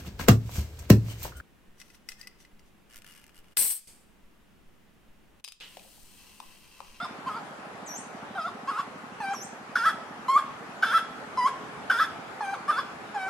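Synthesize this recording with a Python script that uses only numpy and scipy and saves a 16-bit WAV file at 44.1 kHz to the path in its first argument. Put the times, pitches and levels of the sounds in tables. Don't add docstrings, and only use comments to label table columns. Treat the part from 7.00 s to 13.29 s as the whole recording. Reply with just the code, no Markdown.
import sys
import numpy as np
from scipy import signal
from scipy.fft import rfft, irfft
from scipy.io import wavfile
from scipy.ndimage import uniform_filter1d

SR = 44100
rng = np.random.default_rng(int(sys.argv[2]) if len(sys.argv) > 2 else 0)


def file_out(sig):
    cols = np.atleast_2d(sig).T
    lim = np.clip(cols, -1, 1)
    pcm = np.round(lim * 32767).astype(np.int16)
    wavfile.write(sys.argv[1], SR, pcm)


N = 277453
TIME = np.arange(N) / SR


def rail_yelps(track):
    # start t/s, hold/s, second push t/s, hold/s; first, slack, second f/Hz; their three levels/dB;
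    # brightness/dB, rasp/dB; lower ring f/Hz, lift/dB; upper ring f/Hz, lift/dB
    yelps = [(0.258, .024, 0.367, 0.01, 535, 410, 469, -31.5, -37.5, -34.5, -1, -13, 3030, 6, 4780, 11),
             (1.672, .027, 1.791, 0.0086, 562.4, 398.8, 569, -26, -36.5, -25.5, 0, -15.5, 2760, 8, 5140, 9),
             (2.753, 0.0072, 2.862, .026, 746.6, 442.6, 658, -18, -31, -19, 1.5, -10.5, 3430, 11, 5140, 7),
             (3.823, .013, 3.943, 0.034, 775, 432.9, 663, -18.5, -31, -19, 2, -9.5, 3423, 13.5, 5110, 10.5),
             (4.897, .009, 5.008, .021, 773, 447.5, 655.3, -18, -30.5, -19.5, 2, -11.5, 3480, 15, 5080, 8.5),
             (5.678, 0.026, 5.788, 0.0065, 611, 423, 575.3, -21, -32.5, -25.5, 1, -15, 3420, 10.5, 5050, 6.5)]
    for row in yelps:
        breath = two_pushes(row[:10], sag_s=.01, climb_s=.017, fall_s=.011, release_s=.0247,
                            end_hz=374, end_db=-16.5, scoop=.11, attack_db=-12)
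        add(track, *rail_note(*breath, *row[10:], push_db=8, follow=.44, swell=.098,
                              waver=.005, shimmer_db=1.45, crack_db=-4))


def rail_coos(track):
    # start t/s, hold/s, second push t/s, hold/s; first, slack, second f/Hz; their three levels/dB;
    # brightness/dB, rasp/dB; lower ring f/Hz, lift/dB; upper ring f/Hz, lift/dB
    coos = [(0.0, 0.0038, 0.037, 0.0039, 657, 757, 712.3, -27.5, -50, -32, -0.5, -19, 3620, 18, 5130, 18),
            (1.350, .022, 1.465, .008, 784.5, 602.5, 727, -34, -34, -33, -3, -21, 3610, 19, 4980, 15),
            (2.202, .011, 2.312, 0.019, 878, 763.4, 800, -28.5, -36, -32.5, -5.5, -35, 2300, 8.5, 5510, 12.5),
            (5.406, .008, 5.522, 0.015, 875, 777.6, 800, -28, -35, -33.5, -6, -32, 2280, 10, 6290, 15.5),
            (6.144, 0.0081, 6.265, 0.016, 869, 751.6, 772, -30, -35.5, -33.5, -6, -27, 2270, 8.5, 5560, 9)]
    for row in coos:
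        breath = two_pushes(row[:10], sag_s=.022, climb_s=.018, fall_s=.014, release_s=.021,
                            end_hz=420, end_db=-8, scoop=.016, attack_db=5)
        add(track, *rail_note(*breath, *row[10:], push_db=1, follow=.25, swell=.083,
                              waver=.0064, shimmer_db=2.5, crack_db=-7))


def rail_hoots(track):
    # start t/s, hold/s, second push t/s, hold/s; first, slack, second f/Hz; their three levels/dB;
    # brightness/dB, rasp/dB; lower ring f/Hz, lift/dB; upper ring f/Hz, lift/dB
    hoots = [(3.281, 0.0058, 3.365, 0.011, 1018, 1076, 1170, -23, -20.5, -14, -4, -29, 3470, 10, 7470, 11),
             (4.372, .029, 4.462, .011, 1013, 984, 1092, -23, -23.5, -19, -5.5, -36, 1800, -2, 5190, 10.5)]
    for row in hoots:
        breath = two_pushes(row[:10], sag_s=.00975, climb_s=.008, fall_s=.0027, release_s=.025,
                            end_hz=546, end_db=-15, scoop=.0036, attack_db=-3)
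        add(track, *rail_note(*breath, *row[10:], push_db=-9, follow=.23, swell=.12,
                              waver=.007, shimmer_db=.5, crack_db=-10))


def two_pushes(row, sag_s, climb_s, fall_s, release_s, end_hz, end_db, scoop, attack_db):
    # first level/dB, factor on the throat resonance
    beak = [(-29, 0.85), (-20.5, 0.98), (-18, 1.047)]
    start, first_hold, second_at, second_hold = row[:4]
    first_hz, slack_hz, second_hz, first_db, slack_db, second_db = row[4:]
    let_go = second_at + second_hold
    t = np.arange(max(start, 0), let_go + release_s, 1 / SR)
    onset = np.maximum(1 - (t - start) / first_hold, 0) ** 2
    first = np.exp(-np.maximum(t - start - first_hold, 0) / sag_s)
    second = np.exp(-np.maximum(second_at - t, 0) / climb_s)
    collapse = 1 - np.exp(-np.maximum(t - let_go, 0) / fall_s)
    stages = (first, first_hz, first_db), (second, second_hz, second_db), (collapse, end_hz, second_db + end_db)
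    hz, db = slack_hz, slack_db
    for share, to_hz, to_db in stages:
        hz = hz + share * (to_hz - hz)
        db = db + share * (to_db - db)
    opening = np.interp(first_db, *np.transpose(sorted(beak)))
    return t, hz * (1 - scoop * onset), db + attack_db * onset, opening


def rail_note(t, hz, db, opening, bright_db, rasp_db, *rings, push_db, follow, swell, waver,
              shimmer_db, crack_db, slack_hz=520, slack_db=4, crack_s=.017):
    rasp = amp(rasp_db + slack_db * np.log2(slack_hz / hz))
    rasp = np.maximum(rasp, amp(crack_db) * (t > t[-1] - crack_s))
    voice = throat(syrinx(hz, rasp, waver), opening, bright_db, rings)
    body = signal.fftconvolve(voice, signal.firwin(129, 1950, fs=SR), "same")
    body_power = uniform_filter1d(uniform_filter1d(body ** 2, size=160), size=160)
    body_rms = np.sqrt(abs(body_power) + 1e-12)
    swelling = (body_rms / np.median(body_rms)) ** swell
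    body_gain = amp(db + shimmer_db * wander(len(t), 41)) * swelling / body_rms
    pressure = np.maximum(np.log2(hz / np.median(hz)), 0)
    overtone_db = db.mean() + follow * (db - db.mean()) + push_db * pressure
    overtones = (voice - body) / body_rms.mean() * amp(overtone_db)
    return t[0], body * body_gain * fade(t, .005, .00099) + overtones * fade(t, .0014, .011)


def syrinx(hz, rasp, waver, jitter=.039, flutter_db=4, puff_cycles=.78, air_hz=2500, grain_db=3):
    n = len(hz)
    cycles = np.cumsum(hz * (1 + jitter * rasp * wander(n, 990) + waver * wander(n, 92))) / SR
    pulses = np.zeros(n)
    for k in range(1, 31):
        flutter_share = np.clip(k * hz / 1500 - 1, 0, 1)
        flutter = amp(flutter_db * flutter_share * wander(n, 20.7))
        pulses += np.cos(2 * np.pi * k * cycles) * (k * hz < SR / 3) * flutter
    hiss = signal.lfilter([1, -np.exp(-2 * np.pi * air_hz / SR)], [1, -.45], rng.standard_normal(SR)[:n])
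    air = np.exp(-(cycles % 1) / puff_cycles) * hiss * amp(grain_db * wander(n, 120))
    return unit(pulses) + 2 * rasp * unit(air)


def throat(x, opening, bright_db, rings, ring_width_hz=300):
    # f/Hz, gain/dB
    resonance = [(200, -47), (480, -26.5), (660, -23.5), (820, -9.5), (1000, -12.5), (1300, 6.5),
                 (1600, -1), (1900, -20.5), (2900, -26.5), (4300, -30), (5200, -30.5), (6500, -39.5),
                 (10800, -41), (12200, -46)]
    hz = np.fft.rfftfreq(2048, 1 / SR)
    db = at_hz(resonance, hz / opening) + at_hz([(1500, 0), (3000, bright_db)], hz)
    for ring_hz, lift_db in np.reshape(rings, (-1, 2)):
        db = db + lift_db / (1 + (2 * (hz - ring_hz) / ring_width_hz) ** 2)
    log_gain = np.log(amp(np.r_[db, db[-2:0:-1]]))
    response = np.fft.ifft(np.exp(np.conj(signal.hilbert(log_gain)))).real
    return signal.fftconvolve(x, response)[:len(x)]


def small_bird_whistles(track):
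    # start t/s, length/s, lowest f/Hz, level/dB
    whistles = [(.859, .155, 5720, -44), (2.331, .138, 5500, -45.5)]
    # share of the length, pitch factor, gain/dB
    swoop = [(0, 1.5, -6), (.06, 1.18, -3), (.16, 1.045, 0), (.33, 1, -1), (.49, 1.015, -3), (.66, 1.13, 4),
             (.81, 1.48, -3), (1, 1.66, -17)]
    for start, length, low_hz, level_db in whistles:
        t = np.arange(0, length, 1 / SR)
        factor, db = at_time(swoop, t / length)
        add(track, start, thin_tone(t, low_hz * factor, level_db + db))


def small_bird_peep(track):
    # start t/s, length/s, first f/Hz, last f/Hz, level/dB
    peep = (.44, .04, 9400, 9000, -70)
    start, length, first_hz, last_hz, level_db = peep
    t = np.arange(0, length, 1 / SR)
    add(track, start, thin_tone(t, np.linspace(first_hz, last_hz, len(t)), level_db))


def thin_tone(t, hz, db, octave_db=-17, waver=.011):
    pitch = uniform_filter1d(hz, size=250) * (1 + waver * wander(len(t), 215))
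    phase = 2 * np.pi * np.cumsum(pitch) / SR
    tone = np.sin(phase) + amp(octave_db) * np.sin(2 * phase)
    return np.sqrt(2) * amp(db) * tone * fade(t, .0021, .0063)


def microphone_ports(x, lean_db=.87, treble_lean_db=2.5, treble_turn_rad=.49):
    treble = at_hz([(1400, .26), (4000, .6)], np.fft.rfftfreq(N, 1 / SR))
    tilt = amp(treble_lean_db * treble - lean_db) * np.exp(1j * treble_turn_rad * treble)
    return irfft(rfft(x) * np.array([tilt, 1 / tilt]), N)


def garden_echo(x, near_db, far_db, near_t60=.06, gap_s=.0049, alike_hz=2600, ring_hz=3350, ring_db=8):
    # f/Hz, gain/dB
    scatter = [(700, 4), (1400, 1), (2300, 9.5), (3400, 4.5), (6000, 10), (11000, 16)]
    # f/Hz, t60/s
    decay = [(300, 0.9), (1200, 0.61), (3400, 0.53), (7000, 0.42), (12000, 0.19)]
    t = np.arange(SR) / SR
    hz, when, (mid, side) = signal.stft(rng.standard_normal((2, SR)), SR, nperseg=256)
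    apart = np.pi / 4 * (1 - np.exp(-(hz[:, None] / alike_hz) ** 2)) + .08
    spectra = np.array([np.cos(apart) * mid + sign * np.sin(apart) * side for sign in (1, -1)])
    spectra *= amp(at_hz(scatter, hz) + ring_db / (1 + ((hz - ring_hz) / 150) ** 2))[:, None]
    far_t60 = at_hz(decay, hz)[:, None]
    near_power = amp(near_db - 60 * when / near_t60) ** 2 / near_t60
    far_power = amp(far_db - 60 * when / far_t60) ** 2 / far_t60
    envelope = np.sqrt((near_power + far_power) * np.log(1e6) / SR)
    tail = signal.istft(spectra * envelope, SR, nperseg=256)[1][:, :SR]
    return signal.fftconvolve(x[None], tail * np.clip(t / gap_s - 1, 0, 1), axes=1)[:, :N]


def lens_ticks(hz=222, width_s=.003, spread_db=3.1, lean_db=1.1, low_cut_hz=95):
    # t/s, ticks so far
    tick_count = [(.031, 0), (1.391, 17), (2.123, 26), (2.778, 34), (4.11, 50), (5.444, 66), (6.261, 76)]
    # t/s, level/dB
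    tick_level = [(0, -36.5), (1.5, -37), (2.5, -38), (4, -39.5), (6.2, -45.5)]
    times, count = np.transpose(tick_count)
    t = np.arange(-SR // 100, SR // 100) / SR
    knocks = np.zeros(N)
    for when in np.interp(np.arange(count[-1] + 1), count, times):
        size, colour = rng.uniform(-1, 1, 2)
        knock = -np.cos(2 * np.pi * hz * (1 + .061 * colour) * t) * np.exp(-.5 * (t / width_s) ** 2)
        add(knocks, when + t[0], knock * amp(at_time(tick_level, when)[0] + spread_db * size))
    knocks = signal.lfilter(*signal.butter(2, low_cut_hz, "high", fs=SR), knocks)
    return knocks * amp([[-lean_db], [lean_db]])


def garden_hush(patch_db=1.5, bass_db=-4):
    # f/Hz, relative level/dB
    colour = [(18, -68), (30, -36), (43, -49), (96, -11), (253, -4), (335, -10), (431, -8), (502, -10.5),
              (834, -5.5), (923, -9), (1280, -7.5), (2550, -19), (3550, -25.5), (10000, -37), (12900, -41),
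              (16800, -75), (22000, -120)]
    # t/s, level/dB
    level = [(0, -42), (1.2, -43), (2.6, -43.5), (3.6, -41.5), (4.7, -40.5), (6.2, -41.5)]
    # f/Hz, coherence
    coherence = [(78, 0), (150, 0.73), (360, 0.38), (870, 0.35), (1350, 0)]
    # f/Hz, left over right/dB
    balance = [(60, -1.5), (170, -2.5), (510, -2.5), (1480, 1.2), (4290, 2), (12500, -0.49)]
    frames, hz = N // 256 + 5, np.fft.rfftfreq(1024, 1 / SR)
    left_re, left_im, own_re, own_im, patches = rng.standard_normal((5, frames, len(hz)))
    patches = unit(uniform_filter1d(uniform_filter1d(patches, size=14, axis=0), size=10, axis=1))
    shared = np.sqrt(np.clip(at_hz(coherence, hz), 0, 1))
    left = left_re + 1j * left_im
    right = shared * left + np.sqrt(1 - shared ** 2) * (own_re + 1j * own_im)
    lean_db = at_hz(balance, hz) / 2
    db = at_hz(colour, hz) + at_hz([(220, bass_db), (420, 0)], hz) + patch_db * patches
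    spectra = np.array([left * amp(lean_db), right * amp(-lean_db)]) * amp(db)
    noise = signal.istft(spectra.swapaxes(1, 2), nperseg=1024, noverlap=768)[1][:, :N]
    return unit(noise) * amp(at_time(level, TIME)[0])


def far_hum(hz=423.5):
    # t/s, level/dB
    level = [(3.7, -70), (4.3, -57), (4.9, -59), (5.3, -61), (5.7, -57), (6.2, -58)]
    phase = 2 * np.pi * np.cumsum(hz * (1 + .0053 * wander(N, 23))) / SR
    hum = np.sin(phase) * (1 + .27 * wander(N, .67))
    return unit(hum) * amp(at_time(level, TIME)[0])


def amp(db):
    return 10 ** (np.asarray(db) / 20)


def unit(x):
    return x / np.sqrt(np.mean(x ** 2) + 1e-20)


def at_hz(points, hz):
    f, value = np.transpose(points)
    return np.interp(np.log(hz + 1), np.log(f + 1), value)


def at_time(rows, t):
    times, *columns = np.transpose(rows)
    return [np.interp(t, times, column) for column in columns]


def add(track, start_s, sound):
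    part = track[max(round(start_s * SR), 0):][:len(sound)]
    part += sound[:len(part)]


def wander(n, hz):
    size = max(n, 16384)
    f = np.fft.rfftfreq(size, 1 / SR)
    return unit(irfft(rfft(rng.standard_normal(size)) / (1 + (f / hz) ** 4), size))[:n]


def fade(t, rise_s, fall_s):
    return np.clip((t - t[0]) / rise_s, 0, 1) * np.clip((t[-1] - t) / fall_s, 0, 1)


def scene():
    rail, small_bird = np.zeros((2, N))
    rail_yelps(rail)
    rail_coos(rail)
    rail_hoots(rail)
    small_bird_whistles(small_bird)
    small_bird_peep(small_bird)
    direct = microphone_ports(rail + small_bird)
    echoes = garden_echo(rail, near_db=-4.5, far_db=-14) + garden_echo(small_bird, near_db=-6.5, far_db=-12)
    return direct + echoes + garden_hush() + far_hum() + lens_ticks()


def record(dry, edge_hz=12450):
    low_pass = signal.firwin(255, edge_hz, window=("kaiser", 9), fs=SR)
    return signal.oaconvolve(dry, low_pass[None], "same")


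dry = scene()
out = record(dry)
file_out(out)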